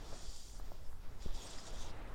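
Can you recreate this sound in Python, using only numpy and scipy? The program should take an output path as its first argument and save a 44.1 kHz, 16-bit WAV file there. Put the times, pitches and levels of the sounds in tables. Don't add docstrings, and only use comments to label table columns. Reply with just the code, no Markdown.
import sys
import numpy as np
from scipy import signal
from scipy.io import wavfile

SR = 44100
rng = np.random.default_rng(int(sys.argv[2]) if len(sys.argv) > 2 else 0)


def to_wav(sig):
    pcm = np.clip(np.atleast_2d(sig), -1, 1) * 32767
    pcm = np.round(pcm).astype(np.int16)
    wavfile.write(sys.argv[1], SR, pcm.T)


def field_ratio(decibels):
    return 10 ** (np.asarray(decibels, dtype=float) / 20)


N = 94506

# time_s, level_db, tilt_db_per_octave
LINE_SLIDE = [(0.0, -65, -5.5), (0.15, -58.5, 3), (0.36, -58, 3.5), (0.58, -63.5, 7.5), (0.62, -68.5, -1),
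              (0.86, -71.5, -2), (0.95, -81.5, -6), (1.05, -73, -7), (1.185, -74.5, 7), (1.215, -63, -11),
              (1.225, -60, 0), (1.32, -65.5, -8.5), (1.345, -57.5, -0.5), (1.54, -54, -3),
              (1.57, -58.5, -0.5), (1.65, -58.5, 4), (1.67, -53.5, 0), (1.72, -60, -4), (1.82, -57.5, 0.5),
              (1.91, -61, -5.5), (1.92, -71.5, -5), (2.05, -79, -4), (2.14, -73, -1)]
# time_s, power_share_0_to_1
SLAP_SHARE = [(1.1, .1), (1.3, .3), (1.7, .3), (1.8, .5)]
# centre_hz, width_hz, relative_level_db
RING_MODES = [(2600, 240, -14), (3400, 740, -0.5), (3840, 680, -4), (4740, 880, 2), (5600, 450, -0.5),
              (6130, 330, -6), (6935, 910, 0), (7600, 1800, -5.5), (8300, 370, -11), (9250, 350, -13),
              (9800, 1600, -17.5)]
# start_s, length_s, ring_hz, level_db
RING_PRESSES = [(.1, 0.42, 7040, -70), (0.143, 0.38, 4780, -64.5), (0.37, 0.16, 3400, -70.5),
                (1.37, 0.071, 3400, -60), (1.407, 0.04, 6700, -57.5), (1.431, 0.054, 8300, -60),
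                (1.496, 0.025, 7600, -55), (1.572, 0.044, 5100, -56), (1.76, 0.13, 6160, -61.5),
                (1.715, 0.26, 3660, -66)]
# time_s, level_db
SWISH_LEVEL = [(0, -56), (.08, -58.5), (.13, -54.5), (.44, -69), (.68, -60.5), (.85, -65), (1.0, -67.5),
               (1.05, -60), (1.15, -61.5), (1.43, -56), (1.78, -55.5), (2.14, -53.5)]
# frequency_hz, relative_density_db_per_hz
SWISH_SPECTRUM = [(90, 5), (200, -0.5), (450, -1), (800, -3.5), (1300, -7.5), (2000, -13), (3000, -18),
                  (6000, -39)]
# start_s, length_s, level_db
SLEEVE_RUSTLES = [(0.206, .04, -73), (.58, 0.028, -71), (0.624, 0.16, -73), (1.327, 0.19, -77)]
# start_s, level_db, start_pitch_hz, cycles_to_die_60_db
HOUSING_KNOCKS = [(.1213, -48, 1100, 5), (.128, -40, 660, 7), (.498, -55, 2500, 7), (.5985, -42.5, 1250, 4),
                  (.6003, -51, 1350, 14), (.7184, -40.5, 880, 5.5), (.9297, -49.5, 1400, 5),
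                  (1.193, -53, 8000, 6), (1.2238, -45, 4200, 4), (1.2563, -38.5, 235, 6),
                  (1.2598, -39, 440, 7), (1.585, -46, 2050, 20), (1.675, -49, 1900, 9)]
# time_s, level_db
GUST_LEVEL = [(0.0, -38.5), (0.3, -46), (.4, -47.5), (0.62, -39), (0.75, -41.5), (0.88, -43), (1.2, -40),
              (1.31, -39.5), (1.47, -49), (1.58, -39.5), (1.65, -53.5), (1.74, -37.5), (1.95, -40.5),
              (2.14, -42.5)]
# frequency_hz, relative_density_db_per_hz
WIND_SPECTRUM = [(4, -6.5), (8, 9.5), (16, -8), (32, -10), (64, -19.5), (128, -32), (250, -43.5)]
# start_s, length_s, peak_db, sign
PORT_LURCHES = [(0.279, 0.016, -36, -1), (1.257, 0.017, -32.5, -1), (1.279, 0.046, -26.5, 1),
                (1.336, 0.041, -30, -1)]
# start_s, length_s, peak_db, start_pitch_hz
BIRD_CHIRPS = [(.698, .052, -72, 5620), (.836, .054, -69.5, 5600)]
# frequency_hz, relative_density_db_per_hz
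AIR_SPECTRUM = [(300, 6), (1000, 1), (2500, -6.5), (5500, -9.5), (8000, -8.5), (11000, -9), (16000, -10.5)]

RING_TOP_HZ, TILT_PIVOT_HZ, PRESS_WIDTH_HZ = 11600, 5200, 280
RING_WANDER_DB, SLAP_EXTRA_WANDER_DB, RING_WANDER_RATE_HZ = 0.8, 2, 25
MEDIAN_SLAPS_PER_S, SLAP_SPREAD_DB = 450, 3
SLAP_CLUMP_DB, SLAP_CLUMP_RATE_HZ = 7, 45
RUSTLE_HZ, RUSTLE_WIDTH_HZ = 14400, 4000
KNOCK_LOW_RATIO, KNOCK_LOW_DB = 0.45, -10
KNOCK_SAG_AT_5_CYCLES, KNOCK_RISE_CYCLES = 0.35, 0.9
CHIRP_FALL_HZ_PER_S = 13500
AIR_DB = -70


def rms_one(x):
    return x / np.sqrt(np.mean(x ** 2) + 1e-20)


def in_time(rows):
    time_s, *columns = np.transpose(rows)
    return [np.interp(np.arange(N) / SR, time_s, column) for column in columns]


def drift(rate_hz):
    r = np.exp(-80 * np.pi * rate_hz / SR)
    white = rng.standard_normal(N // 40 + 2002)
    slow = signal.lfilter([1], [1, -2 * r, r * r], white)[2000:]
    return np.interp(np.arange(N) / 40, np.arange(len(slow)), rms_one(slow))


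def resonance(x, hz, width_hz):
    r = np.exp(-np.pi * width_hz / SR)
    poles = [1, -2 * r * np.cos(2 * np.pi * hz / SR), r * r]
    return signal.lfilter([(1 - r * r) / 2, 0, (r * r - 1) / 2], poles, x)


def hump(start_s, length_s):
    return np.sin(np.pi * np.clip((np.arange(N) / SR - start_s) / length_s, 0, 1)) ** 2


def banded_noise(spectrum, patchy_db, patch_rate_hz):
    hz, db = np.transpose(spectrum)
    edges_hz = hz[0] * 2 ** np.arange(-0.5, np.log2(hz[-1] / hz[0]) + 0.3, 0.5)
    tops_hz = np.minimum(edges_hz[1:], 0.45 * SR)
    together = drift(patch_rate_hz)
    white = rng.standard_normal((2, N + SR))
    out = 0
    for k, (low, high) in enumerate(zip(edges_hz, tops_hz)):
        sos = signal.butter(2, [low, high], "band", fs=SR, output="sos")
        band = signal.sosfilt(sos, white[k % 2])[SR:]
        level_db = np.interp(np.log(low * high) / 2, np.log(hz), db)
        flicker_db = patchy_db * (0.16 * together + drift(patch_rate_hz))
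        out = out + field_ratio(level_db + flicker_db) * band
    return rms_one(out)


def line_slaps():
    size_db = SLAP_SPREAD_DB * np.minimum(rng.exponential(1, N), 5)
    sizes = field_ratio(size_db) * rng.choice([-1, 1], N)
    slaps_per_s = MEDIAN_SLAPS_PER_S * field_ratio(SLAP_CLUMP_DB * drift(SLAP_CLUMP_RATE_HZ))
    return rms_one(sizes * (rng.random(N) < slaps_per_s / SR))


def line_in_rings():
    level_db, tilt = in_time(LINE_SLIDE)
    slap_share = np.clip(in_time(SLAP_SHARE)[0], 0, 1)
    slaps = line_slaps()
    out = 0
    for hz, width_hz, db in RING_MODES:
        friction = rng.standard_normal(N)
        rub = np.sqrt(1 - slap_share) * friction + np.sqrt(slap_share) * slaps
        spread_db = RING_WANDER_DB + SLAP_EXTRA_WANDER_DB * slap_share
        wander_db = spread_db * drift(RING_WANDER_RATE_HZ)
        ringing = resonance(resonance(rub, hz, width_hz), hz, 2.0 * width_hz)
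        tilt_db = tilt * np.log2(hz / TILT_PIVOT_HZ)
        out = out + field_ratio(db + tilt_db + wander_db) * rms_one(ringing)
    lowpass = signal.butter(4, RING_TOP_HZ, fs=SR, output="sos")
    return field_ratio(level_db) * rms_one(signal.sosfilt(lowpass, out))


def pressed_rings():
    noise = rng.standard_normal(N)
    out = np.zeros(N)
    for start_s, length_s, hz, db in RING_PRESSES:
        singing = rms_one(resonance(noise, hz, PRESS_WIDTH_HZ))
        out += field_ratio(db) * hump(start_s, length_s) ** 0.5 * singing
    return out


def swish():
    level_db, = in_time(SWISH_LEVEL)
    return field_ratio(level_db) * banded_noise(SWISH_SPECTRUM, patchy_db=1.5, patch_rate_hz=14.0)


def sleeve():
    grain = rng.standard_normal(N) * field_ratio(2.0 * drift(80))
    once = resonance(grain, RUSTLE_HZ, RUSTLE_WIDTH_HZ)
    rustle = rms_one(resonance(once, RUSTLE_HZ, RUSTLE_WIDTH_HZ))
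    level = sum(field_ratio(db) * hump(start_s, length_s) ** 0.5 for start_s, length_s, db in SLEEVE_RUSTLES)
    return level * rustle


def knocks():
    out = np.zeros(N + SR)
    t = np.arange(SR // 10) / SR
    for start_s, db, hz, cycles in HOUSING_KNOCKS:
        turns = hz * t
        sag = KNOCK_SAG_AT_5_CYCLES * 5 / cycles
        phase = 2 * np.pi * ((1 - sag) * turns + sag * (1 - np.exp(-turns)))
        rise = np.sin(np.pi / 2 * np.minimum(turns / KNOCK_RISE_CYCLES, 1))
        decay = field_ratio(-60 * (np.maximum(turns - KNOCK_RISE_CYCLES, 0) / cycles))
        tones = np.sin(phase) - field_ratio(KNOCK_LOW_DB) * np.sin(KNOCK_LOW_RATIO * phase)
        i = int(start_s * SR)
        out[i:i + len(t)] -= field_ratio(db) * rise * decay * tones
    return out[:N]


def wind():
    gust_db, = in_time(GUST_LEVEL)
    lurches = sum(np.sign(sign) * field_ratio(db) * hump(start_s, length_s)
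                  for start_s, length_s, db, sign in PORT_LURCHES)
    return field_ratio(gust_db) * banded_noise(WIND_SPECTRUM, patchy_db=2.0, patch_rate_hz=12.3) + lurches


def bird():
    out = np.zeros(N)
    for start_s, length_s, db, hz in BIRD_CHIRPS:
        t = np.arange(N) / SR - start_s
        cycles = (hz - CHIRP_FALL_HZ_PER_S * t / 2) * t
        out += field_ratio(db) * hump(start_s, length_s) ** 0.5 * np.sin(2 * np.pi * cycles)
    return out


def outdoor_hiss():
    return field_ratio(AIR_DB) * banded_noise(AIR_SPECTRUM, patchy_db=2.5, patch_rate_hz=4.1)


def scene():
    line = line_in_rings() + pressed_rings()
    handling = swish() + sleeve() + knocks()
    background = wind() + bird() + outdoor_hiss()
    return (line + handling + background)[None]


def top_cut(x):
    return signal.sosfilt(signal.butter(12, 15990, fs=SR, output="sos"), x)


def record(dry):
    return top_cut(dry)


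dry = scene()
out = record(dry)
to_wav(out)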